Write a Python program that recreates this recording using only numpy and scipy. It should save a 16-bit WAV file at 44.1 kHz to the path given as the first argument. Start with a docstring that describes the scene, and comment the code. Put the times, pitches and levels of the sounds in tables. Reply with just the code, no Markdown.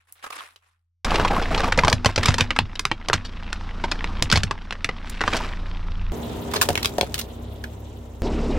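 """Car crushing plastic toys

A car creeps over a hollow plastic toy truck on asphalt, then a small clear plastic dome, in four shots
joined by hard cuts. Loose shards clack first; then the toy grinds, snaps and thuds, and the dome splinters.
Cracks are runs of tiny clicks shaped by a ring; scraping and air are noise; engine and thuds are sine waves.
The last shot is only the engine and cooling fan, loud and facing the small stereo microphone outdoors."""
import sys
import numpy as np
from scipy import signal
from scipy.fft import rfft, irfft, next_fast_len
from scipy.io import wavfile
from scipy.ndimage import uniform_filter1d

SR = 44100
rng = np.random.default_rng(int(sys.argv[2]) if len(sys.argv) > 2 else 0)


def master_out(mix):
    """Clip the mix to full scale and print it as 16-bit PCM to the path in sys.argv[1]."""
    frames = np.transpose(np.atleast_2d(mix))
    ceiling = np.clip(frames, -1, 1)
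    pcm = np.round(ceiling * 32767).astype(np.int16)
    wavfile.write(sys.argv[1], SR, pcm)


N = 378378
TIME = np.arange(N) / SR

# hard cuts, the starts of the toy shot, the dome shot and the facing shot: t/s
SHOT_STARTS = (1.046, 6.12, 8.22)
TOY_START, DOME_START, FACING_START = SHOT_STARTS

# engine beside the toy as heard, its level sinking after loud cracks and recovering: t/s, base level/dB
ENGINE_LEVEL = [(1.1, -26), (1.78, -26.5), (2.11, -37), (2.21, -31.5), (2.87, -39), (4.11, -28),
                (4.66, -37.5), (6.08, -25.5)]
# engine beside the dome: t/s, firing rate f/Hz, base level/dB
DRIVE_OFF = [(6.12, 34.5, -61), (6.6, 35.2, -40), (7.3, 30.47, -38.5), (7.45, 32.4, -33), (7.62, 35.4, -37),
             (7.85, 34.86, -36), (8.15, 30.43, -38)]
# deep engine noise: f/Hz, level/dB per Hz
RUMBLE = [(30, 3), (60, 7.5), (110, -9), (180, -24)]
# pulsing engine rustle: f/Hz, level/dB per Hz
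RUSTLE = [(125, -10.5), (185, 7.5), (330, -4), (640, -9.5), (1100, -4.5), (2000, -14), (4500, -19),
          (7000, -42), (8500, -60)]
# fan blade tones: f/Hz, level/dB relative to each other
FAN_TONES = [(134.4, -9.5), (167.5, -3.5), (235.6, 6), (302, -2.5), (403.5, -0.5)]
# rushing fan air: f/Hz, level/dB per Hz
WHOOSH = [(45, -11), (75, -0.5), (150, -8), (270, -10.5), (450, -9.5), (800, -14.5), (1300, -27),
          (2500, -34.5)]
# high hiss of the fan: f/Hz, level/dB per Hz
HISS = [(1400, -9), (3500, 10.5), (5200, -10), (7000, 6), (9500, -8), (16000, 2)]
# noise of the car facing the microphone: f/Hz, level/dB per Hz
FACING_NOISE = [(35, 3), (130, -8), (260, -4), (600, -8.5), (1250, -23.5), (4000, -30.5), (8000, -45.5),
                (15000, -99)]

# how alike left and right are near the toy: f/Hz, likeness (0-1)
TOY_LIKENESS = [(2000, 0.98), (5000, 0.89), (8000, 0.78), (14000, 0.1)]
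# how alike left and right are near the dome: f/Hz, likeness (0-1)
DOME_LIKENESS = [(100, 0.94), (500, 0.56), (1200, 0.039), (3000, 0.27), (6000, 0.21), (14000, 0.057)]
# left and right fully alike, for sound from ahead: f/Hz, likeness (0-1)
AHEAD_LIKENESS = [(100, 1)]

# loose fragments dragged out from under the tyre: start t/s, length t/s, level/dB
DRAGS = [(0, .01, -67.5), (0.07, 0.018, -60), (0.15, 0.065, -59.5), (0.225, 0.037, -45.5),
         (0.32, 0.084, -40), (0.62, 0.067, -66.5)]
# colour of the dragged fragments: f/Hz, level/dB per Hz
FRAGMENTS = [(220, -17), (400, -16), (1200, 1), (2500, -4.5), (6000, -18), (10000, -14.5), (16000, -35)]
# clacks of loose shards: t/s, level/dB, ring f/Hz, brightness level/dB per octave, contact t/s
CLACKS = [(0.1243, -41.5, 10000, 10.5, 0.0004), (0.240, -35.5, 1200, -2.5, 0.0047),
          (0.264, -38.5, 1400, -4, 0.003), (0.56, -51, 3300, -1, 0.0018), (0.304, -37, 1000, -2, 0.003)]
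# the wheel pushes the shell over grit: start t/s, length t/s, scrape base level/dB, crackle level/dB
SHOVES = [(1.055, 0.12, -26.5, -38.5), (1.1, 0.14, -24.5, -41), (1.3, 0.09, -23.5, -42),
          (1.4, 0.15, -34.5, -42), (1.51, 0.088, -26.5, -38.5), (1.63, 0.045, -24.5, -36.5),
          (1.775, 0.022, -19.5, -39), (1.85, 0.067, -27, -44), (2.05, 0.047, -32, -36.5),
          (2.18, 0.013, -26.5, -34), (2.225, 0.077, -30.5, -29), (2.39, 0.022, -28.5, -29.5),
          (3.13, 0.011, -39, -28), (4.32, 0.043, -28.5, -29), (5.05, 0.13, -54, -46.5),
          (5.21, 0.24, -35, -38.5), (5.325, 0.037, -27.5, -32.5)]
# colour of the shell's scraping: f/Hz, gain of a wall mode there level/dB
SCRAPE = [(120, 2), (250, 0.5), (380, -1), (750, 0), (1200, -2.5), (2000, -16), (3000, -29)]
# colour of the fine crackle: f/Hz, level/dB per Hz
CRACKLE = [(800, 7), (2000, 15), (4800, 3.5), (8000, -9), (16000, -51)]

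# the tyre drops as a wall collapses: t/s, base level/dB
THUDS = [(1.838, -13.5), (1.931, -12.5), (2.06, -13.5), (2.178, -13), (2.287, -9), (2.408, -15),
         (2.587, -18), (2.617, -21.5), (3.137, -17), (4.222, -18), (4.329, -11), (4.36, -12), (4.439, -18),
         (6.698, -17), (7.019, -29)]
# tyre carcass and the air inside it: f/Hz, level/dB relative to the thud, 60 dB fade t/s
TYRE_MODES = [(71.4, -7.5, 0.19), (97.6, -6.5, 0.28), (141.3, -7.5, 0.12), (214.6, -4.5, 0.044),
              (242.0, -23.5, 1.0)]

# how hard the dome crackles under the tread: t/s, base level/dB
DOME_STRAIN = [(6.42, -56), (6.56, -36.5), (6.72, -40), (6.86, -43), (6.92, -53), (7.135, -48), (7.15, -36),
               (7.21, -36), (7.25, -70)]
# breaks of the thin dome: t/s, level/dB, ring f/Hz, brightness level/dB per octave, tear t/s
DOME_CRACKS = [(6.5366, -24.0, 1110, -0.5, 0.009), (6.5595, -22, 4550, -5, 0.0074),
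               (6.6134, -19.5, 2140, 0.5, 0.0019), (6.6173, -15, 1030, 1.5, 0.0038),
               (6.6259, -21.5, 910.0, 1, 0.0037), (6.6888, -20, 600.0, -1, 0.0015),
               (6.7547, -23, 2440.0, -1, 0.001), (6.7761, -22.5, 2640, -2.5, 0.0027),
               (6.83, -27, 3720.0, 1, 0.0012), (6.8466, -23, 3720.0, -1.5, 0.0019),
               (6.8572, -19.5, 3600, 0, 0.00092), (6.9829, -27, 634, -1.5, 0.0024),
               (7.0111, -19, 3700, -2, 0.001), (7.143, -25, 3440, 2, 0.0015),
               (7.1899, -25.5, 3180, 4, 0.0071), (7.2136, -32.5, 4280.0, 0.5, 0.002),
               (7.6398, -33, 1880, -2.5, 0.0025)]
# colour of a dome snap: f/Hz, level/dB per Hz
DOME_SNAP = [(150, -22), (400, -3.5), (1000, 1.5), (5000, -1.5), (15000, -9.5)]
# the base plate rocks as the tread leaves it: t/s, base level/dB
PLATE_KNOCKS = [(6.689, -14.5), (6.704, -18.5), (6.984, -13.5), (7.012, -18.5), (7.031, -18.5)]
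# ringing of the dome's base plate: f/Hz, level/dB relative to the knock, 60 dB fade t/s
PLATE_MODES = [(445, -2.5, 0.03), (562, -1, 0.044), (713, -3, 0.054), (910, -12.5, 0.063)]
# breaks of the toy: t/s, level/dB, ring f/Hz, brightness level/dB per octave, tear t/s
TOY_CRACKS = [(1.047, -25.5, 600.0, 2, 0.0032), (1.1186, -23.5, 1140, -6, 0.001),
              (1.1434, -22, 600.0, -3.0, 0.0061), (1.1567, -25, 2440.0, -1.5, 0.0034),
              (1.1978, -18.5, 790.0, -4.5, 0.0078), (1.2489, -19, 850.0, -3.0, 0.0049),
              (1.2785, -28.5, 2800, 1.5, 0.004), (1.3052, -21.5, 740.0, -6.5, 0.007),
              (1.4222, -27, 600.0, -2.5, 0.0041), (1.5466, -23.5, 2840, -2.0, 0.0029),
              (1.5774, -24.5, 4600, -3.5, 0.0051), (1.6052, -25.5, 1490.0, 0, 0.001),
              (1.6324, -25, 980.0, -4, 0.0051), (1.7228, -18.5, 1760, -0.5, 0.0023),
              (1.776, -25, 7060, -2.5, 0.0041), (1.789, -14.5, 1890, -2.0, 0.0026),
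              (1.8357, -18.5, 1050.0, -4.0, 0.0024), (1.848, -20.0, 7200, -4.0, 0.0023),
              (1.881, -14, 600.0, -1.5, 0.0034), (1.8994, -26, 5290.0, 5, 0.0017),
              (1.928, -15.5, 600.0, 1.5, 0.0018), (2.0471, -20, 690.0, -0.5, 0.002),
              (2.059, -14.5, 600.0, 0.5, 0.0037), (2.1606, -22, 5290.0, 0.5, 0.0015),
              (2.178, -19.0, 600.0, -2.0, 0.0036), (2.232, -24, 1490.0, 2, 0.0027),
              (2.2579, -18, 600.0, 3.5, 0.0022), (2.2842, -18, 7000.0, -2.5, 0.0043),
              (2.342, -22, 600.0, 1.0, 0.0022), (2.383, -21, 1060, 1.5, 0.0034),
              (2.4075, -14.5, 2620.0, 1, 0.0023), (2.5061, -20.0, 2480, -2.5, 0.0029),
              (2.563, -24.5, 1600.0, -2, 0.0031), (2.589, -13, 3280, -3.0, 0.00094),
              (2.755, -35, 3720.0, 0.5, 0.002), (2.7944, -24, 1420, 4.5, 0.0017),
              (2.853, -18.5, 1600.0, 2.0, 0.00062), (2.915, -20, 2770, -4.5, 0.0018),
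              (3.0855, -25, 640.0, 2.5, 0.0018), (3.0994, -19.5, 1320, -6, 0.00081),
              (3.1313, -16.5, 1140, 1.5, 0.0028), (3.1388, -20.5, 7300, -2.5, 0.0019),
              (3.2493, -35.5, 4250, 0.5, 0.0095), (3.529, -27, 1380, 1.5, 0.0015),
              (3.8393, -21.5, 960, -3.5, 0.0069), (3.915, -25.5, 4900, 0, 0.0025),
              (3.92, -23.5, 2650, -3, 0.0028), (4.0431, -25.5, 2070, -3, 0.00083),
              (4.2246, -17.5, 600.0, 5, 0.0003), (4.301, -24, 4590.0, -1.5, 0.0023),
              (4.3156, -20, 4280.0, 2, 0.00086), (4.3249, -15, 1310, 3.5, 0.0042),
              (4.358, -18.5, 4800, -1.5, 0.0038), (4.374, -21.5, 600.0, 1.0, 0.0022),
              (4.434, -23.0, 600.0, 2, 0.0019), (4.5102, -21.5, 1040, -2, 0.0037),
              (4.7082, -30, 3020.0, -2.5, 0.0015), (4.7248, -30, 2150, -1.5, 0.0029),
              (4.8449, -21, 2240, 2, 0.0029), (4.8908, -25, 1970, -4.5, 0.0028),
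              (5.0976, -37.5, 600.0, 17, 0.0022), (5.208, -25, 1600.0, -3.5, 0.002),
              (5.214, -22, 1610, -2, 0.0015), (5.2377, -24.5, 1500, -5, 0.0023),
              (5.278, -19, 1130.0, -2.5, 0.0037), (5.3292, -25.5, 1720.0, -3, 0.0049),
              (5.366, -26.5, 860, 4, 0.0046)]
# colour of a toy snap: f/Hz, level/dB per Hz
TOY_SNAP = [(150, -19), (400, -5.5), (1000, 3.5), (2500, 1), (5000, -2.5), (9000, -17), (15000, -37.5)]

SHOVE_ATTACK_S, SHOVE_T60_S = 0.0034, 0.11   # a push takes hold; shortest settling time
SETTLE_S_PER_S = 1.17   # longer slides take longer to settle
RUSTLE_FADES_AT_S, RUSTLE_FADE_DB_PER_S = 5.38, 15   # the wheel has passed and screens the engine bay
FAN_DB, FAN_HISS_DB = -33.5, -47   # while close by
FAN_LEAVES_AT_S, FAN_DISTANCE_M, CAR_M_PER_S = 6.65, 0.46, 0.97
TREAD_TICKS_DB, TREAD_TICKS_PER_S = -10.5, 39   # base level relative to the engine's
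RING_DB, RING_OCTAVES = 8, 0.42   # height and width of a shard's resonance
CUTOFF_HZ = 16000


def from_db(db):
    """Turn decibels into gain."""
    return 10 ** (np.asarray(db) / 20)


def rms_one(x):
    """Scale to an average strength (rms) of 1."""
    return x / np.sqrt(np.mean(x ** 2) + 1e-20)


def in_time(rows):
    """Make one curve per column, joined by straight lines."""
    s, *columns = np.transpose(rows)
    return [np.interp(TIME, s, c) for c in columns]


def at_hz(points, hz):
    """Read a table along a log-frequency axis."""
    table = np.array(points)
    return np.interp(np.log(hz), np.log(table[:, 0]), table[:, 1])


def between(start, end):
    """Give 1 from start to end and 0 outside."""
    return (TIME >= start) & (TIME < end)


def drift(rate_hz):
    """Wander at random with spread 1: noise smoothed twice, made at one point per 40 samples."""
    r = np.exp(-80 * np.pi * rate_hz / SR)
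    noise = rng.standard_normal(N // 40 + 2002)
    slow = signal.lfilter([1], [1, -2 * r, r * r], noise)[2000:]   # skip the filter's start
    return np.interp(np.arange(N) / 40, np.arange(len(slow)), rms_one(slow))


def band(x, low_hz, high_hz, order=2):
    """Keep only the frequencies between two limits."""
    limits = [low_hz, min(high_hz, .48 * SR)]
    return signal.sosfilt(signal.butter(order, limits, "band", fs=SR, output="sos"), x + 1e-18)


def add(out, at_s, sound):
    """Mix a short sound in at a given time."""
    i = round(at_s * SR)
    out[..., i:i + sound.shape[-1]] += sound[..., :N - i]


def spread(mid, side, alike):
    """Make two channels with a given likeness, at unchanged power."""
    alike = np.clip(alike, 0, 1)
    return (np.sqrt(1 + alike) * mid + np.sqrt(1 - alike) * side * [[1], [-1]]) / np.sqrt(2)


def left_late(x, lag_s):
    """Delay the left channel, as sound from one side reaches the two ports at different times."""
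    size = next_fast_len(N + 64)
    turn = np.exp(-2j * np.pi * np.arange(size // 2 + 1) * SR / size * lag_s)
    return np.array([irfft(rfft(x[0], size) * turn, size)[:N], x[1]])


def coloured(spectrum, likeness, patchy_db, bursts=1):
    """Noise shaped in time by bursts, in half-octave bands that each waver in level; rms 1."""
    out = 0
    edges = 31 * 2 ** np.arange(0, 9.1, .5)
    white = rng.standard_normal((2, 2, N)) * bursts
    for k, (low, high) in enumerate(zip(edges, edges[1:])):
        hz = np.sqrt(low * high)
        if spectrum[0][0] < hz < spectrum[-1][0]:
            gain = from_db(at_hz(spectrum, hz) + patchy_db * drift(28.0))
            mid, side = band(white[k % 2], low, high)   # neighbouring bands use different noise
            out = out + gain * spread(mid, side, at_hz(likeness, hz))
    return rms_one(out)


def slips(per_s, size_db, fade_s):
    """Stick-slip envelope: uneven jerks that die at once, evened out over a stroke."""
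    sizes = from_db(size_db * np.minimum(rng.exponential(1, N), 4)) ** 2
    jerks = (rng.random(N) < per_s / SR) * sizes
    power = signal.lfilter([1], [1, -np.exp(-2 / (fade_s * SR))], jerks + 1e-4)
    return np.sqrt(power / uniform_filter1d(power, size=2200))


def strokes(rows, attack_s, t60_s):
    """Pushes take hold, last a while and settle; one gain curve per level column."""
    power = 0
    for start_s, length_s, *levels_db in rows:
        rise = np.clip((TIME - start_s) / attack_s, 0, 1)
        settle_s = t60_s + SETTLE_S_PER_S * length_s
        settle = from_db(-60 * np.clip((TIME - start_s - length_s) / settle_s, 0, 2))
        power = power + (from_db(levels_db)[:, None] * rise * settle) ** 2
    return np.sqrt(power + 1e-12)


def with_spectrum(x, gain):
    """Give a short sound a broad spectral shape with a causal filter; its fine ripple stays."""
    spectrum, half = rfft(x), len(x) // 2
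    power = uniform_filter1d(np.abs(spectrum) ** 2, size=128) + 1e-12
    # keeping only the first half of the cepstrum makes the filter act after the sound, not before
    cepstrum = irfft(np.log((gain ** 2 + 1e-9) / power))[:half]
    cepstrum[0] /= 2
    return irfft(spectrum * np.exp(rfft(cepstrum, len(x))))


def crack(level_db, ring_hz, bright_db, tear_s, snap, likeness, tail_db, tail_s):
    """One break: a run of tiny fractures sets a shard ringing at its own pitch."""
    t = np.arange(4096) / SR
    hits = rng.standard_normal(len(t)) * (rng.random(len(t)) < 3500 / SR)
    sizes = hits * np.exp(-t / (1.48 * tear_s)) * (t < 3 * tear_s)
    fractures = sizes / (np.linalg.norm(sizes) + 1e-9) * min(tear_s / 0.0016, 3)
    fractures[0] += 1   # the first snap

    hz = np.maximum(np.fft.rfftfreq(len(t), 1 / SR), 100)
    octaves = np.log2(hz / ring_hz)
    ring = RING_DB * np.exp(-.5 * (octaves / RING_OCTAVES) ** 2)
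    gain = rms_one(from_db(at_hz(snap, hz) + bright_db * octaves + ring))
    alike = np.clip(at_hz(likeness, hz), 0, .99)

    def two_ports(mid, side):
        """Colour the shared and differing parts, then make left and right."""
        shared = with_spectrum(mid, gain * np.sqrt(1 + alike))
        return shared + with_spectrum(side, gain * np.sqrt(1 - alike)) * [[1], [-1]]

    # walls ring on briefly; road, tyre and underbody throw back a short scatter
    fades_s = np.array([[tail_s], [tail_s], [.0012], [.0014]])
    scatter = rng.standard_normal((4, len(t))) * np.exp(-t / fades_s)
    echoes = signal.fftconvolve(scatter, fractures[None], axes=1)[:, :len(t)]
    far, far_side, near_side, wall = echoes
    near = two_ports(fractures + .16 * wall, near_side)   # the ports hear different near reflections
    tail = two_ports(far, far_side)
    # the last factor refers the level to about 10 ms
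    return rng.choice([-1, 1]) * from_db(level_db) * (near + from_db(tail_db) * tail) * np.sqrt(SR / 200)


def toy_crack(*break_row):
    """Thick hollow walls snap with a dry clack."""
    return crack(*break_row, TOY_SNAP, TOY_LIKENESS, tail_db=-10.5, tail_s=0.013)


def dome_crack(*break_row):
    """Thin brittle plastic splinters much more brightly."""
    return crack(*break_row, DOME_SNAP, DOME_LIKENESS, tail_db=-8.0, tail_s=0.016)


def small_cracks(kind, level_db, per_s, uneven_db):
    """Lesser snaps at random moments and pitches, following the given level curve."""
    pieces = []
    for _ in range(30):
        ring_hz = 900 * 5 ** rng.random()
        pieces.append(kind(rng.normal(0, 2), ring_hz, rng.normal(0, 1.5), rng.uniform(.0004, .002)))
    out = np.zeros((2, N))
    moments = np.cumsum(rng.gamma(2, .5, 3000)) / per_s
    for k, s in enumerate(moments[moments < TIME[-1]]):
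        snap_db = level_db[int(s * SR)] + uneven_db * (1 - 5.8 * rng.random())
        add(out, s, from_db(snap_db) * pieces[k % len(pieces)])
    return out


def rustle_fade_db():
    """How far the small sounds of the car have sunk once the wheel is past."""
    return RUSTLE_FADE_DB_PER_S * np.maximum(TIME - RUSTLE_FADES_AT_S, 0)


def engine():
    """Four cylinders throb at the firing rate and its multiples, with rumble and a pulsing rustle."""
    base_db, = in_time(ENGINE_LEVEL)
    turn = 2 * np.pi * np.cumsum(28.6 * (1 + .012 * drift(5))) / SR   # firing rate 28.6 Hz, wavering
    throb = from_db(base_db + 1.5) * np.sin(turn)
    # the +1 is a silent offset that follows the level
    throb = throb + from_db(base_db - 7.5) * (np.sin(3 * turn) + 1 + from_db(-7.5) * np.sin(2 * turn))
    throb = throb + from_db(base_db - 19) * (np.sin(6 * turn) + .7 * np.sin(6.25 * turn))
    pulses = 1 + 0.26 * np.sin(turn)
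    rustle = coloured(RUSTLE, AHEAD_LIKENESS, patchy_db=2.0, bursts=pulses)
    rustle = from_db(base_db - 11 - rustle_fade_db()) * rustle
    rumble = from_db(base_db - 11) * coloured(RUMBLE, AHEAD_LIKENESS, patchy_db=-0.5)
    beside_toy = throb + rustle + rumble

    rate_hz, drive_db = in_time(DRIVE_OFF)
    rev = 2 * np.pi * np.cumsum(rate_hz) / SR
    orders = np.sin(2 * rev) + from_db(-12) * np.sin(rev) + from_db(-3.5) * np.sin(3 * rev)
    beside_dome = from_db(drive_db - 1.5) * orders

    distant = from_db(-71.0) * np.sin(3 * turn) + from_db(-83) * np.sin(turn)
    facing = from_db(-27.0) * np.sin(.95 * turn) + from_db(-30) * np.sin(2 * rev)
    return (distant * between(0, TOY_START) + beside_toy * between(TOY_START, DOME_START)
            + beside_dome * between(DOME_START, FACING_START) + facing * (TIME >= FACING_START))


def fan():
    """Blade tones in rushing air fade with distance as the car leaves, and are loud when it faces us."""
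    moved_m = CAR_M_PER_S * np.maximum(TIME - FAN_LEAVES_AT_S, 0)
    farther_db = 20 * np.log10(1 + moved_m / FAN_DISTANCE_M)
    tones = 0
    for hz, db in FAN_TONES:
        level = from_db(db + 2 * drift(11.0))
        phase = 2 * np.pi * np.cumsum(hz * (1 + 0.0044 * drift(7.55))) / SR
        tones = tones + level * np.sin(phase)
    whoosh = coloured(WHOOSH, DOME_LIKENESS, patchy_db=0.0)
    hiss = coloured(HISS, DOME_LIKENESS, patchy_db=3.0)
    leaving = from_db(FAN_DB - farther_db) * (whoosh + from_db(-10.0) * tones)
    leaving = leaving + from_db(FAN_HISS_DB - 1.06 * farther_db) * hiss
    facing = from_db(-28.5) * coloured(FACING_NOISE, AHEAD_LIKENESS, patchy_db=3) + from_db(-37.5) * tones
    return leaving * between(DOME_START, FACING_START) + facing * (TIME >= FACING_START)


def fragments():
    """Loose shards are dragged over the grit in small slips and clack together."""
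    drag, = strokes(DRAGS, attack_s=0.0038, t60_s=0.25)
    jerks = slips(per_s=840, size_db=2.0, fade_s=0.0029)
    out = drag * coloured(FRAGMENTS, DOME_LIKENESS, patchy_db=2.5, bursts=jerks)
    for s, *break_row in CLACKS:
        add(out, s, dome_crack(*break_row))
    return out


def tread():
    """Grit and splinters crunch under the rolling tread, muffled by the rubber."""
    engine_db, = in_time(ENGINE_LEVEL)
    level_db = engine_db + TREAD_TICKS_DB - rustle_fade_db()
    ticks = small_cracks(toy_crack, level_db, per_s=TREAD_TICKS_PER_S, uneven_db=-0.5)
    return band(ticks, low_hz=600, high_hz=3150) * between(TOY_START, DOME_START)


def judder(force, per_s, sharpness):
    """Grains of grit catch the shell; each catch rings one of its many wall modes. Rms 1."""
    catches = (rng.random(N) < per_s / SR) * rng.standard_normal(N) * force
    modes_hz = np.geomspace(140, 2800, num=32)
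    dealt = rng.integers(0, len(modes_hz), N)   # which mode each catch rings
    out = 0
    for k, hz in enumerate(modes_hz):
        b, a = signal.iirpeak(hz, sharpness, fs=SR)
        out = out + from_db(at_hz(SCRAPE, hz)) * signal.lfilter(b, a, catches * (dealt == k) + 1e-18)
    return rms_one(out)


def grinding():
    """The shell judders over the grit: coarse slips boom in the hollow body, fine ones crackle."""
    scraping, crackling = strokes(SHOVES, SHOVE_ATTACK_S, SHOVE_T60_S)
    coarse = slips(per_s=370, size_db=6.0, fade_s=0.0089)
    fine = slips(per_s=800, size_db=2.5, fade_s=0.0013)
    scrape = scraping * from_db(-2.5) * judder(coarse, per_s=3200, sharpness=17.5)
    crackle = crackling * coloured(CRACKLE, TOY_LIKENESS, patchy_db=1.5, bursts=fine)
    return left_late(scrape + crackle, 1.2e-5) * between(TOY_START, DOME_START)


def tyre():
    """Each drop thuds in the carcass and sets the air ring inside the tyre humming."""
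    out, t = np.zeros((2, N)), np.arange(SR // 2) / SR
    for s, level_db in THUDS:
        for hz, mode_db, t60 in TYRE_MODES:
            detune = np.exp(rng.normal(0, 0.012) / t60 / 2)   # short hums vary more in pitch
            port_phase = rng.normal(0, 0.35, (2, 1)) * np.minimum(hz * t, 1)
            fade = from_db(level_db + mode_db - 60 * t / t60)
            add(out, s, rng.choice([-1, 1]) * fade * np.sin(2 * np.pi * hz * detune * t + port_phase))
    return out


def dome():
    """The dome crackles under the tread and splinters; its base plate gives hollow knocks."""
    strain_db, = in_time(DOME_STRAIN)
    out = small_cracks(dome_crack, strain_db, per_s=220, uneven_db=7.0) * between(DOME_START, FACING_START)
    for s, *break_row in DOME_CRACKS:
        add(out, s, dome_crack(*break_row))
    t = np.arange(8192) / SR
    for s, level_db in PLATE_KNOCKS:
        for hz, mode_db, t60 in PLATE_MODES:
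            fade = from_db(level_db + mode_db - 60 * t / t60)
            ring = np.sin(2 * np.pi * hz * rng.normal(1, 0.012) * t)
            add(out, s, rng.choice([-1, 1]) * fade * ring)
    return left_late(out, -0.00006)   # negative: left comes first


def flex(level_db, panel_hz, fade_s):
    """The freed panel springs back with a brief low knock, given a slight random stereo width."""
    t = np.arange(4096) / SR
    hz = panel_hz * np.array([[.4], [1], [1.5]]) * np.exp(rng.normal(0, 0.23, (3, 1)))
    fade = np.exp(-t / fade_s * np.sqrt(hz / panel_hz))   # higher modes die sooner
    modes = rng.choice([-1, 1], (3, 1)) * np.sin(2 * np.pi * hz * t) * fade
    return from_db(level_db) * (1 + rng.normal(0, 0.16, (2, 3))) @ modes


def toy():
    """Big breaks with a panel knock each, lesser ones mainly while the shell grinds hard, and tread grit."""
    shoves = strokes(SHOVES, SHOVE_ATTACK_S, SHOVE_T60_S)
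    strain_db = np.mean(20 * np.log10(shoves), axis=0)
    below_yield_db = np.minimum(strain_db + 34, 0)   # weak pushes are turned down further
    lesser = small_cracks(toy_crack, strain_db + below_yield_db - 1, per_s=80, uneven_db=4.0)
    out = lesser * between(TOY_START, DOME_START) + tread()
    for s, level_db, ring_hz, bright_db, tear_s in TOY_CRACKS:
        add(out, s, toy_crack(level_db, ring_hz, bright_db, tear_s))
        # duller breaks knock harder
        add(out, s, flex(level_db - 12.5 - 0.57 * bright_db, panel_hz=312.0, fade_s=0.012))
    return left_late(out, 1.3e-5)


def scene():
    """Breaking plastic over the running car."""
    return engine() + fan() + fragments() + grinding() + tyre() + dome() + toy()


def record(dry):
    """Round the sharpest peaks and cut the top of the treble."""
    rounded = 1.504 * np.tanh(dry / 1.185)
    return signal.sosfilt(signal.ellip(10, .1, 80, CUTOFF_HZ, fs=SR, output="sos"), rounded)


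dry = scene()
out = record(dry)
master_out(out)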